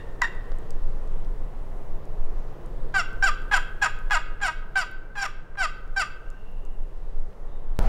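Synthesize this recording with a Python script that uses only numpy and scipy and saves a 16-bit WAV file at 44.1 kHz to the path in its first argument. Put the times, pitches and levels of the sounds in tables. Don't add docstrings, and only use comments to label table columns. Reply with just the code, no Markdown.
import sys
import numpy as np
from scipy import signal
from scipy.fft import rfft, irfft, next_fast_len
from scipy.io import wavfile
from scipy.ndimage import uniform_filter1d

SR = 44100
rng = np.random.default_rng(int(sys.argv[2]) if len(sys.argv) > 2 else 0)


def waveform_to_disk(signal):
    frames = np.transpose(np.atleast_2d(signal))
    scaled = np.clip(frames, -1, 1) * 32767
    samples = np.round(scaled).astype(np.int16)
    wavfile.write(sys.argv[1], SR, samples)


N = 347508

# start_s, length_s, first_hz, knee_s, knee_hz, low_s, low_hz (times within the stroke), level_db (relative),
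# swell_s, swell_db, droop_db, early_pairing_0to1, late_pairing_0to1, roughness_0to1, chalk_bite_db,
# sing_db (wall singing at twice the slip rate)
STROKES = [ (.216, 0.048, 966, 0.012, 945, 0.024, 924.4, -20, 0.0035, 1, 8.5, 0.64, 0.4, .14, 1, -5.5),
           (2.939, 0.084, 791.7, 0.037, 771, 0.072, 637, -19.5, 0.017, 3, 5, 0.59, .1, 0.08, 1, -30.5),
           (3.223, 0.08, 791.5, 0.031, 794, 0.066, 601, -20, .004, 1, 2, 0.11, 0.5, 0.08, 5, -27.5),
           (3.513, 0.075, 849, .036, 788, 0.062, 623.3, -17.5, 0.0097, 6.5, 3, 0.36, 0.67, 0.2, 2, -31),
           (3.815, 0.065, 854, 0.026, 791.6, 0.039, 633.4, -18.5, 0.011, 3, 0, 0.02, 0.8, 0.2, 3, -33.5),
           (4.107, 0.077, 843, 0.019, 836, 0.052, 628, -18, .004, 7, 1.5, 0.22, 0.93, .08, 2, -35.5),
           (4.413, .094, 842, 0.026, 786, 0.074, 625, -16.5, 0.018, 7, 8, 0.1, 1, 0.13, 1, -44),
           (4.755, 0.089, 787, .018, 792.6, .078, 617, -17.5, 0.0087, 5.5, 10.5, 0, 0.95, .12, 3, -34),
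           (5.153, 0.12, 836.4, 0.085, 768, 0.11, 583.6, -23, 0.07, 6, -1, 0.03, .1, 0.15, -1, -59),
           (5.572, 0.094, 799, 0.043, 765.5, 0.083, 602.6, -19.5, 0.028, 15, 1, 0.2, 0.43, .08, 0, -39.5),
           (5.962, 0.079, 785, 0.029, 789.7, 0.063, 598.4, -20.5, 0.023, 6.5, 1, 0, 0.85, 0.05, 2.5, -34), ]
# start_s, impulse_db (relative), bite_db
TOUCHES = [(0.2182, -11, 1.5), (4.1, -25, -13), (4.1082, -13.5, -7), (4.404, -31, -14), (5.554, -34, -22)]
# centre_hz, width_hz (before the damping limit), level_db (relative)
BOX_MODES = [(840, 240, -7), (1017, 164, 2.5), (1198.5, 99, 4), (1524, 318, 0.5), (1931.5, 101, -4.5),
             (2040, 290, -16.5), (2630, 380, -8), (3186, 230, -14.5), (3510, 680, -25), (4810, 150, -15),
             (5500, 170, -17), (5960, 1700, -32), (7180, 183, -17.5), (8510, 1200, -28.5),
             (9100, 1086, -46), (11680, 1480, -39), (13100, 330, -42.5), (14470, 770, -65)]
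# centre_hz, t60_s, level_db
TRUNK_ECHO = [(670, 0.53, -48), (1327, 1, -13), (1980, 0.99, -15.5), (3200, 0.56, -8), (5040, 0.4, -16.5),
              (9070, 0.12, -19.5), (15000, .2, -28)]
# start_s, peak_db, centre_hz
LEAF_TICKS = [(0.5185, -31, 516), (.519, -44, 3450), (0.586, -43.5, 8700), (.7064, -33, 6560),
              (1.075, -52, 6950), (1.248, -47, 4000), (2.054, -48, 6500), (2.661, -47, 8500),
              (3.13, -51, 6000), (3.42, -49, 6130), (3.989, -46, 7800), (4.914, -46, 11200),
              (5.877, -56, 5500), (6.3025, -44.5, 6660), (6.6516, -47, 7540), (7.19, -58, 2000),
              (7.33, -54, 2700), (7.7674, -50, 3400), (7.83, -43, 7000)]
# start_s, length_s, pitch_hz, level_db (before the swell)
WHISTLES = [(6.185, 0.89, 2770, -66.5), (7.476, 0.18, 3690, -70.5)]
# time_s, level_db
WIND_LEVEL = [(0.0, -38), (0.11, -24), (0.28, -28.5), (0.69, -20), (1.78, -27), (2.36, -19), (2.47, -31.5),
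              (2.9, -18.5), (3.12, -32), (3.16, -21), (3.9, -30), (4.03, -22.5), (5.0, -33.5),
              (5.89, -28.5), (7.0, -26), (7.28, -19), (7.32, -30.5), (7.78, -21)]
# (per Hz, relative)
WIND_COLOUR = [(6, -8), (10, 0), (18, 2), (24, -3), (30, -12), (38, -28)]
# time_s, drone_db, hiss_db
AIR_LEVEL = [(0, -42, -66), (.7, -42, -66), (1.5, -42.5, -67), (2.799, -42, -66.5), (4, -45, -67.5),
             (5.2, -49, -75), (6, -47.5, -70.5), (7, -47.5, -71.5), (7.78, -45.5, -71)]
# (per Hz, relative)
DRONE_COLOUR = [(22, -39), (38, -8.5), (46, -10.5), (49, -14), (130, -16), (252, -26.5), (443, -21.5),
                (749, -28.5), (1060, -31), (1540, -39.5), (1980, -41), (2320, -49.5), (4000, -63),
                (5200, -93.5), (8800, -120)]
# (per Hz, relative)
HISS_COLOUR = [(1500, -27), (2500, 2.5), (5000, -4.5), (9000, -9), (16000, -12.5)]
# (per Hz, relative)
LOUDER_COLOUR = [(35, -33), (60, -6), (91, -12), (346, -22), (749, -19), (1170, -32), (1340, -28),
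                 (1910, -38.5), (16000, -66)]

LEAD = SR // 2
EARLIER_CLUCK_S, EARLIER_CLUCK_DB = 0.27, -12.5

WOBBLE, STUMBLE = .006, .06
SURGE_DB, SURGE_RATE = 2, 150
BREAK_S, BREAK_ROUGH, BREAK_DB = .004, .2, 2.5
RELEASE_S, RELEASE_DB = 0.014, 11.5
RELEASE_BITE_DB = 11
LIFT_S = .008

CHALK_DB = -12
GRIP_DB, GRIP_RATE = 4.5, 130
SCATTER_DB, SHIFT = 10, .6
START_ROUGH, SAG_ROUGH, SETTLE_S = .1, .1, .015
SOFT_START_DB, SOFT_END_DB = 14, 11.5
EARLY_PAIRING_S = 0.0288
PAIRING_FROM = 0.66

RING_S = .06
WOOD_Q = 13
TRUNK_ONSET_S, TRUNK_LUMP_DB = 0.01, 1.5
NEAR_T60_S, NEAR_DB = 0.26, -11.5

FAINT_TICKS = 10
FAINT_DB, FAINT_SPREAD_DB, FAINT_HZ, FAINT_OCTAVES = -60, 6, 3000, 2

CUT_S, CUT_STEP, STEP_SETTLE_S = 7.7905, 0.27, 0.0063
SWING_HZ, SWING_DB, LOUDER_DB = 19.3, -12.5, -30.5

TOP_HZ = 15800


def box_call():
    out = np.zeros(N + LEAD)
    first_s, *cluck, cluck_sing_db = STROKES[0]
    earlier = undb(EARLIER_CLUCK_DB) * slips(cluck, cluck_sing_db)
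    sounds = [(first_s - EARLIER_CLUCK_S, earlier)]
    sounds += [(start_s, slips(stroke, sing_db)) for start_s, *stroke, sing_db in STROKES]
    sounds += [(start_s, box(undb([db]), [bite_db])) for start_s, db, bite_db in TOUCHES]
    for start_s, sound in sounds:
        i = LEAD + int(start_s * SR)
        out[i:i + len(sound)] += sound
    radiation = signal.butter(4, 560, "high", fs=SR, output="sos")
    return undb(28.5) * signal.sosfilt(radiation, out)


def slips(stroke, sing_db):
    t, hz, db, pairing, rough, bite_db = stroke_controls(*stroke)
    hz = hz * (1 + (WOBBLE + STUMBLE * rough) * walk(200, size=len(t)))
    size_chance, time_chance, chalk_noise = rng.standard_normal((len(t), 3)).T
    phase = np.cumsum(hz) / SR
    at = np.flatnonzero(np.diff(np.floor(phase), prepend=-1))
    size = 1 + pairing[at] * (-1.) ** np.arange(len(at))
    size = size * undb(SCATTER_DB * rough[at] * size_chance[at])
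    shift = SHIFT * rough[at] ** 2 * time_chance[at]
    place = at - (phase[at] % 1 - shift) * SR / hz[at]
    pulses = (size * np.sinc(np.arange(len(t))[:, None] - place)).sum(axis=1)
    puff = np.exp(-(phase % 1) / 0.29)
    chalk = undb(CHALK_DB) * (0.046 + rough) * puff * chalk_noise
    singing = np.cos(4 * np.pi * phase) + 0.46 * np.cos(8 * np.pi * phase)
    singing = undb(sing_db) * (1 - pairing) * singing
    lift = np.clip((t[-1] - t) / LIFT_S, 0, 1)
    return box((pulses + chalk + singing) * undb(db) * lift, bite_db)


def stroke_controls(length_s, first_hz, knee_s, knee_hz, low_s, low_hz, db, swell_s, swell_db, droop_db,
                    early_pairing, late_pairing, rough, bite_db):
    t = np.arange(0, length_s, 1 / SR)
    ramp = lambda x: np.clip(x, 0, 1)
    hz = np.interp(t, [0, knee_s, low_s], [first_hz, knee_hz, low_hz])
    sag = ramp((t - knee_s) / (low_s - knee_s))
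    settling = np.exp(-t / SETTLE_S)
    stumble = np.exp(-((t - knee_s) / BREAK_S) ** 2)
    release = ramp(1 - (length_s - t) / RELEASE_S)

    db = db - swell_db * np.sqrt(ramp(1 - t / swell_s)) - droop_db * t / length_s
    db = db - RELEASE_DB * release - BREAK_DB * stumble
    db = db + SURGE_DB * walk(SURGE_RATE, size=len(t))

    late = late_pairing * ramp((sag - PAIRING_FROM) / (1 - PAIRING_FROM))
    early = early_pairing * ramp(4 - 4 * t / EARLY_PAIRING_S)
    pairing = ramp(early + late)

    sag_rough = SAG_ROUGH * sag * (1 - late ** 2)
    rough = ramp(rough + START_ROUGH * settling + sag_rough + BREAK_ROUGH * stumble)
    bite_db = bite_db - SOFT_START_DB * settling - SOFT_END_DB * late ** 2 - RELEASE_BITE_DB * release
    return t, hz, db, pairing, rough, bite_db


def box(force, bite_db):
    silence = np.zeros(int(RING_S * SR))
    force, bite_db = np.append(force, silence), np.append(bite_db, silence)
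    body = 0
    for hz, width_hz, db in BOX_MODES:
        width_hz = max(width_hz, hz / WOOD_Q)
        upper = np.clip(hz / 2000 - 1, 0, 1)
        grip_db = GRIP_DB * walk(GRIP_RATE, size=len(force))
        drive = force * undb(db + upper * (bite_db + grip_db))
        body = body + ring(ring(drive, hz, width_hz), hz, 1.4 * width_hz)
    return body


def trunks(dry):
    t = np.arange(int(1.4 * SR)) / SR
    log_f = np.log(np.maximum(np.arange(len(t) // 2 + 1) * SR / len(t), 1))
    log_centres = np.log(np.array(TRUNK_ECHO)[:, 0])
    noise, tail = rfft(rng.standard_normal(len(t))), 0
    for share, (_, t60_s, db) in zip(np.eye(len(log_centres)), TRUNK_ECHO):
        band = irfft(noise * np.interp(log_f, log_centres, share), len(t))
        tail = tail + band * undb(db) * energy_fade(t, t60_s)
    tail = tail + rng.standard_normal(len(t)) * undb(NEAR_DB) * energy_fade(t, NEAR_T60_S)
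    tail = tail * undb(TRUNK_LUMP_DB * walk(75.1, size=len(t)))
    onset = 1 - np.exp(-(t / TRUNK_ONSET_S) ** 2)
    return signal.fftconvolve(dry, tail * onset)[:len(dry)]


def ticks():
    size = 512
    out, t = np.zeros(N + size), np.arange(size) / SR
    faint = [(a * N / SR, FAINT_DB + FAINT_SPREAD_DB * b, FAINT_HZ * 2 ** (FAINT_OCTAVES * c))
             for a, b, c in rng.random((FAINT_TICKS, 3))]
    for start_s, db, hz in LEAF_TICKS + faint:
        click = rng.standard_normal(size) * np.exp(-t / (0.00075 + 1.25 / hz))
        click = ring(ring(click, hz, hz / 2), hz, hz)
        i = int(start_s * SR)
        out[i:i + size] += undb(db) * click / abs(click).max()
    return out[:N]


def birds(t):
    out = 0
    for start_s, length_s, hz, db in WHISTLES:
        swell = np.sin(np.pi * np.clip((t - start_s) / length_s, 0, 1) ** 0.51)
        whistle = ring(ring(rng.standard_normal(N), hz, 220), hz, 220)
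        out = out + undb(db) * swell * unit(whistle)
    return out


def wind_rumble(t):
    return coloured(WIND_COLOUR, 0.47, 1.3) * undb(np.interp(t, *np.transpose(WIND_LEVEL)))


def drone_and_hiss(t):
    time_s, drone_db, hiss_db = np.transpose(AIR_LEVEL)
    drone = coloured(DRONE_COLOUR, 0.7, 4.4) * undb(np.interp(t, time_s, drone_db))
    hiss = coloured(HISS_COLOUR, 1.5, 6.4) * undb(np.interp(t, time_s, hiss_db))
    return drone + hiss


def windier_stretch(t):
    since = np.maximum(t - CUT_S, 0)
    swell = np.sin(np.pi * SWING_HZ * since)
    swing = np.sin(2 * np.pi * SWING_HZ * (since - .012))
    wind = np.sqrt(2) * undb(SWING_DB) * swell * swing
    step = CUT_STEP * np.exp(-since / STEP_SETTLE_S)
    noise = coloured(LOUDER_COLOUR, 2.8, 29.8, size=LEAD) * undb(LOUDER_DB)
    return wind + step + np.append(np.zeros(N - LEAD), noise)


def air(t):
    return np.where(t >= CUT_S, windier_stretch(t), wind_rumble(t) + drone_and_hiss(t))


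def undb(db):
    return 10 ** (np.asarray(db) / 20)


def unit(x):
    return x / np.sqrt(np.mean(x ** 2))


def energy_fade(t, t60_s):
    fade = np.exp(-np.log(1000) * t / t60_s)
    return fade / np.sqrt(np.sum(fade ** 2))


def ring(x, hz, width_hz):
    return signal.lfilter(*signal.iirpeak(hz, hz / width_hz, SR), x)


def walk(rate, size=N):
    k = int(SR / rate)
    held = np.repeat(rng.standard_normal(size // k + 1), k)
    return 1.07 * uniform_filter1d(uniform_filter1d(held, k), k)[:size]


def coloured(spectrum, flicker_db, rate, size=N):
    hz, db = np.transpose(spectrum)
    n = next_fast_len(size)
    octave = np.log2(np.maximum(np.arange(n // 2 + 1) * SR / n, 1))
    shape = undb(np.interp(octave, np.log2(hz), db, left=-120))
    shaped = rfft(rng.standard_normal(n)) * shape
    out = 0
    for centre in np.arange(np.log2(hz[0]), np.log2(hz[-1]) + .5, .5):
        band = irfft(shaped * np.clip(1 - 2 * abs(octave - centre), 0, 1), n)[:size]
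        out = out + band * undb(flicker_db * walk(rate, size=size))
    return unit(out)


def scene():
    t = np.arange(N) / SR
    call = box_call()
    echoed = (call + trunks(call))[LEAD:]
    return (echoed + ticks() + birds(t) + air(t))[None]


def record(dry):
    return signal.sosfilt(signal.ellip(8, .2, 70, TOP_HZ, fs=SR, output="sos"), dry)


dry = scene()
out = record(dry)
waveform_to_disk(out)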